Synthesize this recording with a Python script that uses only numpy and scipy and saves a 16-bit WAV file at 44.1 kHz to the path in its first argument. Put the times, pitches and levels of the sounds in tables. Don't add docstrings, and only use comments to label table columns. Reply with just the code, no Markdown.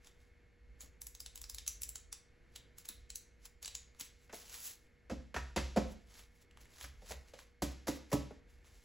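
import sys
import numpy as np
from scipy import signal
from scipy.fft import rfft, irfft, next_fast_len
from scipy.io import wavfile
from scipy.ndimage import uniform_filter1d

SR = 44100
rng = np.random.default_rng(int(sys.argv[2]) if len(sys.argv) > 2 else 0)


def to_wav(s):
    ch = np.atleast_2d(s).T
    pcm = np.round(np.clip(ch, -1, 1) * 32767)
    wavfile.write(sys.argv[1], SR, pcm.astype(np.int16))


def natural_amplitude(level_db):
    exponent = np.asarray(level_db, float) / 20
    return 10 ** exponent


N = 389844


def band(x, lo_hz, hi_hz, order=2):
    return signal.sosfilt(signal.butter(order, [lo_hz, hi_hz], "band", fs=SR, output="sos"), x)


def unit(x):
    return x / np.sqrt(np.mean(x ** 2))


def top(x):
    return x / np.abs(x).max()


def on_hz(table, hz):
    f, v = np.transpose(table)
    return np.interp(np.log(hz + 1), np.log(f + 1), v)


def colour(x, table):
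    size = next_fast_len(x.shape[-1])
    gain = natural_amplitude(on_hz(table, np.fft.rfftfreq(size, 1 / SR)))
    return irfft(rfft(x, size) * gain, size)[..., :x.shape[-1]]


def walk(rate_hz):
    hold = int(SR / rate_hz)
    steps = np.repeat(rng.standard_normal(N // hold + 1), hold)
    return unit(uniform_filter1d(steps, hold)[:N])


def add(out, s, x):
    i = int(s * SR)
    out[i:i + len(x)] += x[:len(out) - i]


def ring(modes, detune, size):
    t = np.arange(size) / SR
    out = np.zeros(size)
    for (hz, db, t60_s), d in zip(modes, detune):
        out += natural_amplitude(db) * np.sin(2 * np.pi * hz * d * t) * np.exp(-np.log(1000) * t / t60_s)
    return out


# (time [s], peak level [dB], sheet resonance [Hz], its ring [dB], edge crack [dB])
FLICKS = [(0.0458, -48, 6580, -13, -12), (0.0705, -43, 3580, -6, -10), (0.806, -39, 6900, 9, -3.5),
          (1.0164, -37, 7900, -4, 7.5), (1.0678, -35, 7100, -2, 5.5), (1.1493, -36.5, 6250, -4, -3),
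          (1.203, -35.5, 4970, 5, 4.5), (1.261, -30, 7100, -23, -4.5), (1.3563, -36, 6710, -15, 5),
          (1.3753, -35.5, 4960, -9, -1), (1.4151, -39, 6060, -17, 8), (1.44, -32.5, 5570, -2, -20),
          (1.4967, -33, 5010, -1, 3), (1.5457, -37, 4400, 10, 5), (1.5835, -27.5, 6140, -26, -12),
          (1.664, -35.5, 6730, -15, -2), (1.6772, -24.5, 6000, 5, 4), (1.8181, -33, 7860, -8, 7.5),
          (1.8327, -29, 6800, -13, 6), (1.8906, -36, 7400, 0, 10), (1.956, -30, 7200, 2, 0),
          (2.1268, -26.5, 5740, -2.5, -1)]
SINGLES = [(2.5591, -34.5, 3980, -7, 1.5), (2.7831, -39, 7300, -2, 7.5), (2.8542, -45, 6400, -2, 5),
           (2.8877, -37, 3900, 10, 12), (3.1018, -29, 7500, -23, -4), (3.1563, -30, 6190, 7, 3),
           (3.4535, -40, 6740, -20, 1), (3.6272, -39.5, 6660, -2, 3), (3.646, -33, 4700, 6, -11),
           (3.6571, -26, 7200, -2, -9), (3.6776, -30, 4040, 2, -6), (3.7507, -23, 7000, 0, -9),
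           (3.9472, -56, 3920, -4, -12), (3.9968, -39, 6450, 3, 6), (4.0091, -30.5, 7100, -11, 0),
           (4.2936, -69, 3760, -2, -13), (4.3266, -43, 5800, -4, -2), (4.4952, -40, 6200, -9, -3)]
# (time [s], peak level [dB], sheet resonance [Hz])
CRACKLES = [(6.1536, -50, 3620), (6.1923, -44, 2930), (6.51, -54, 2800), (6.5719, -47, 2900),
            (6.655, -52, 2800), (6.7121, -60, 7400), (6.8102, -37, 3530), (6.8458, -41, 5240),
            (7.1192, -34, 3890), (7.3888, -43, 4140), (8.22, -50, 3500), (8.6444, -56, 3500)]
CRACKLE_RING_DB, CRACKLE_EDGE_DB, CRACKLE_FLAP_DB = -7, -10, 0
FLAP_DB, FLAP_FOLLOWS = -52, .25


def flicks(rise_s=0.00061, fall_s=0.00086, creep_s=0.005, creep_db=-15.0, flutter_s=0.0086, flutter_db=-20.5,
           rustle_s=0.024, rustle_db=-19.0):
    out = np.zeros(N)
    t = np.arange(9000) / SR - .012
    events = [(*e, FLAP_DB + FLAP_FOLLOWS * (e[1] + 35) - e[1]) for e in FLICKS + SINGLES]
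    events += [(*e, CRACKLE_RING_DB, CRACKLE_EDGE_DB, CRACKLE_FLAP_DB) for e in CRACKLES]
    for s, db, hz, ring_db, edge_db, flap_db in events:
        n = rng.standard_normal(len(t))
        before = np.exp(-np.abs(t) / rise_s) + natural_amplitude(creep_db) * np.exp(-np.abs(t) / creep_s)
        after = np.exp(-t / fall_s) + natural_amplitude(flutter_db) * np.exp(-t / flutter_s)
        shape = np.where(t < 0, before, after)
        shape = shape + (t > 0) * natural_amplitude(rustle_db) * np.exp(-t / rustle_s)
        sheet = unit(band(n, 2460, 12460)) + natural_amplitude(ring_db) * unit(band(n, hz * .95, hz * 1.05, order=1))
        edge = band(n, 7500, 12500) - natural_amplitude(-3.) * band(n, 14000, 16500) * np.exp(-np.abs(t) / .05)
        flap = band(shape * np.exp(-np.abs(t) / 0.031) * n, 800, 3500)
        crack = top(shape * sheet) - natural_amplitude(edge_db) * top(shape * edge) + natural_amplitude(flap_db) * top(flap)
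        add(out, max(s - .0105, 0), natural_amplitude(db) * crack)
    return out


# (time [s], peak level [dB], thud [dB], clack [dB], paper slap [dB])
NUDGES = [
    (0.827, -63, 2, -27, -11),
    (2.89, -67, 9.5, 9, 15),
    (4.004, -63.5, 7.5, -10, 14.5),
    (4.294, -61.5, -2, 11, -4),
    (4.329, -43, -9, -8, -7),
]
TAPS = [(5.097, -38, -13, -6, -12.5), (5.111, -36, 2.5, -15, -16), (5.342, -39, -6, 5, -7),
        (5.362, -34, -10, 5, -9), (5.561, -29, -3.5, -6, -4.5), (5.575, -40, 2, 10, -5),
        (5.761, -26.5, 1, -15, -15.5), (5.77, -21.5, -5, -15.5, -19.5), (6.84, -55.5, -2.5, 6, 3.5),
        (7.02, -54.5, -6, -20, -9), (7.107, -39.5, -14, -24, -15), (7.335, -45, -21, -13, -9.5)]
LOOSE_TAPS = [
    (7.62, -30, 0, -8, -9),
    (7.87, -39, -8, 2, -6.5),
    (7.88, -30, 3, -11, -11),
    (8.116, -36, -7, -4, -13),
    (8.127, -25, 1, -10, -15),
    (8.306, -43, -3, -16, -34),
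]
TIGHT_SLAP_DB, LOOSE_SLAP_DB = -9, 5
# (frequency [Hz], level [dB], t60 [s])
BOARDS = [(141.5, -10, 0.073), (215, -2, 0.08), (277.5, 5, 0.07), (320, -4, 0.065), (425, -18, 0.027),
          (518.7, 1, 0.079), (582, -1.5, 0.072), (656, -14.5, 0.059), (713, -2.5, 0.02),
          (913, -13.5, 0.026), (940, 2, 0.04), (1190, -8, 0.12), (1507, -19, 0.016)]


def taps(late_s=0.00499, land_s=0.00083, push_s=0.0041, dull_s=.013, dull_db=2.5, slap_s=0.016,
         settle_s=0.087, settle_db=-6.5):
    out, t = np.zeros(N), np.arange(12000) / SR
    hits = [(*e, TIGHT_SLAP_DB) for e in NUDGES + TAPS] + [(*e, LOOSE_SLAP_DB) for e in LOOSE_TAPS]
    for s, db, low_db, high_db, slap_db, bright_db in hits:
        n = rng.standard_normal(len(t))
        landing = 1 - np.exp(-t / land_s)
        push = (n * landing * np.exp(-t / push_s))[:1500]
        modes = ring(BOARDS, 1 + 0.026 * n[-len(BOARDS):], len(t))
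        wood = top(signal.fftconvolve(modes, push)[:len(t)])
        wood = wood + natural_amplitude(dull_db) * top(band(n[::-1] * landing * np.exp(-t / dull_s), 127, 1090, order=1))
        thud = np.roll(band(wood, 150, 300), int(late_s * SR))
        clack = band(wood, 1200, 2770)
        wood = top(band(wood, 400, 780)) - natural_amplitude(low_db) * top(thud) - natural_amplitude(high_db) * top(clack)
        bright = unit(band(n, 5500, 15100)) * np.exp(-t / 0.06)
        slap = unit(band(n, 1600, 6730)) - natural_amplitude(bright_db) * bright
        slap = slap * landing * (np.exp(-t / slap_s) + natural_amplitude(settle_db) * np.exp(-t / settle_s))
        add(out, s, natural_amplitude(db) * (wood + natural_amplitude(slap_db - 6.0) * slap))
    return out


# (time [s], level [dB])
BOOMS = [
    (5.109, -38.5),
    (5.359, -35.5),
    (5.57, -31.5),
    (5.769, -34.5),
    (6.83, -45.5),
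    (7.101, -44),
    (7.618, -35),
    (7.881, -44.5),
    (8.125, -36.5),
]
# (frequency [Hz], level [dB], t60 [s])
TABLE_LOWS = [(64.4, 2.5, 0.46), (76, 2, 0.22), (134, -13.5, 0.5)]


def booms(swell_s=0.042):
    out, t = np.zeros(N), np.arange(22000) / SR
    boom = (1 - np.exp(-t / swell_s)) * ring(TABLE_LOWS, np.ones(len(TABLE_LOWS)), len(t))
    for s, db in BOOMS:
        add(out, s, natural_amplitude(db) * boom)
    return out


# (time of firmest touch [s], level [dB], time to swell 20 dB [s], time to fade 20 dB [s], treble [dB])
SLIPS = [
    (0.815, -59, .025, .09, 9),
    (2.56, -57.5, .01, .05, 1),
    (2.784, -59, .02, .07, 7),
    (2.854, -52, .01, .025, -3),
    (3.458, -55, .025, .025, 3),
    (3.628, -52, .01, .12, -3),
    (4.005, -49, .016, .03, 6),
    (4.05, -62, .05, .09, 6),
    (4.67, -53, .28, .14, 11),
]
RUBS = [(0.068, -63, .05, .05, -8), (0.22, -76, .15, .15, -12), (2.54, -77, .06, .03, -8),
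        (3.43, -74, .05, .03, -8), (3.97, -74, .05, .03, -8), (4.25, -76, .1, .05, 2),
        (4.344, -62, .03, .25, 10), (4.53, -67, .12, .15, 2), (5.92, -64, .08, .06, 4),
        (6.11, -70, .03, .1, -6), (6.2, -59, .14, .08, 0), (6.36, -77, .1, .1, 4),
        (6.425, -71, .05, .04, 5), (6.61, -67, .03, .1, 3), (6.75, -71, .1, .1, 0),
        (6.835, -54, .12, .09, 3), (7.115, -51.5, .09, .08, 0), (7.29, -68, .07, .065, -14),
        (7.398, -58, .04, .08, -6), (7.72, -68, .1, .06, 4), (7.96, -66, .1, .07, 8),
        (8.105, -68, .02, .03, 2), (8.5, -74, .04, .2, -3), (8.66, -70, .02, .3, -8),
        (8.84, -70, .2, .1, -4)]
SLIP_DULL_DB, RUB_DULL_DB = -21, -8
SHINE_STEEP = 1.8


def slide(grain_db=2.2, flicker_db=1.5):
    t, out = np.arange(N) / SR, np.zeros(N)
    catch = natural_amplitude(grain_db * np.minimum(rng.exponential(size=N // 60 + 1), 4))
    catch = uniform_filter1d(np.repeat(catch, 60)[:N], 40)
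    grains = rng.standard_normal(N) * catch * natural_amplitude(flicker_db * walk(30))
    dull = unit(band(grains, 417, 2600, order=1))
    mid = unit(band(grains, 2000, 9700, order=1))
    bright = unit(band(grains, 7400, 19845))
    touches = [(*e, SLIP_DULL_DB) for e in SLIPS] + [(*e, RUB_DULL_DB) for e in RUBS]
    for s, db, swell_s, fade_s, shine_db, dull_db in touches:
        below_db = 20 * np.where(t < s, (s - t) / swell_s, (t - s) / fade_s)
        shine = natural_amplitude(shine_db - (SHINE_STEEP - 1) * below_db) * bright
        out += natural_amplitude(db - below_db) * (mid + natural_amplitude(dull_db) * dull - shine)
    return out


# (frequency [Hz], t60 [s])
ECHO_T60 = [(150, 0.52), (600, 0.36), (2000, 0.48), (6000, 0.36), (11000, 0.22), (16000, 0.2)]


def room(x, gap_s=0.002):
    t = np.arange(20000) / SR
    tail = np.zeros((2, len(t)))
    for hz in 125 * 2. ** np.arange(0, 7.5, .5):
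        n = rng.standard_normal((2, len(t))) * (1 - np.exp(-t / gap_s))
        tail += band(n, hz / 2 ** 0.27, hz * 2 ** 0.27) * np.exp(-np.log(1000) * t / on_hz(ECHO_T60, hz))
    return signal.fftconvolve(x[None], tail / np.sqrt(np.sum(tail[0] ** 2)), axes=1)[:, :N]


# (time [s], level [dB])
RUMBLE = [(0.0, -66), (0.4, -76), (0.7, -63), (1.5, -60), (2.1, -61), (2.3, -85), (2.6, -70), (3.3, -68),
          (4.0, -72), (4.5, -71), (4.75, -90), (5.2, -62), (5.9, -62), (6.3, -72), (6.7, -72), (7.0, -60),
          (7.4, -74), (8.84, -66)]
RUMBLE_MOST_DB = -57
# (frequency [Hz], level [dB rms])
HUM = [(59.5, -76.5), (242, -87.5), (479.5, -81), (1767, -90.5), (2166, -84), (4340, -95)]
# (frequency [Hz], density [dB per Hz])
AIR = [(25, -4.5), (80, -8.5), (210, -20.5), (400, -21), (700, -28), (1100, -33), (1700, -24), (2150, -24),
       (3000, -33.5), (5000, -39)]
# (frequency [Hz], density [dB per Hz])
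MIC_HISS = [(8000, -43), (12000, -47.5), (13800, -45.5), (14500, -98.5)]
AIR_DB = -68


def background():
    t, (s, db) = np.arange(N) / SR, np.transpose(RUMBLE)
    air = unit(colour(rng.standard_normal((2, N)), AIR + MIC_HISS)) * natural_amplitude(AIR_DB + 1.1 * walk(4))
    rumble_db = np.minimum(np.interp(t, s, db), RUMBLE_MOST_DB) + 2.1 * walk(8)
    rumble = unit(band(rng.standard_normal((2, N)), 37, 64, order=3)) * natural_amplitude(rumble_db)
    hum = np.zeros(N)
    for hz, line_db in HUM:
        hum += natural_amplitude(line_db + 4 + 0.69 * walk(3.4)) * np.sin(2 * np.pi * hz * t + .4 * walk(2.2))
    return air + rumble + hum * np.array([[1], [0]])


# (frequency [Hz], level [dB])
APART = [(60, -15), (200, -5.5), (800, -5), (1500, -5), (2500, -73), (7000, -15), (8400, -24)]


def scene():
    crisp, knock = flicks(), taps()
    echo = room(natural_amplitude(-8.5) * crisp + natural_amplitude(-10.0) * band(knock, 67, 6400, order=1))
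    common, twin = echo + background()
    common = common + crisp + knock + booms() + slide()
    side = colour(twin, APART)
    return np.array([common + side, common - side])


def top_cut(x):
    return signal.sosfilt(signal.butter(12, 16990, fs=SR, output="sos"), x)


# (frequency [Hz], lead of the left [rad])
TURN = [(20, 0), (2000, 0), (3270, -.5), (4800, 0), (7490, 0), (7840, -.6), (8350, -3.14), (9470, -3.14),
        (10400, -.6), (11000, 0), (11600, .2), (12900, 2.9), (13700, 3.2), (15400, 6.28)]
# (frequency [Hz], level [dB])
LEAN = [(60, -.7), (150, -1.6), (600, -1), (2000, -.1)]
# (frequency [Hz], level [dB])
MIC = [(25, -2), (50, 3), (12000, -2), (14500, -1), (16000, -5.5)]
TOP_HZ = 16000


def record(dry):
    size = next_fast_len(N)
    hz = np.fft.rfftfreq(size, 1 / SR)
    turn, lean_db, mic_db = (on_hz(table, hz) for table in (TURN, LEAN, MIC))
    outputs = np.exp(.5j * np.array([turn, -turn])) * natural_amplitude(mic_db + np.array([lean_db, -lean_db]) / 2)
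    x = irfft(rfft(dry, size) * outputs, size)[:, :N]
    x = signal.sosfilt(signal.ellip(8, .5, 50, TOP_HZ, fs=SR, output="sos"), x)
    return top_cut(x)


dry = scene()
out = record(dry)
to_wav(out)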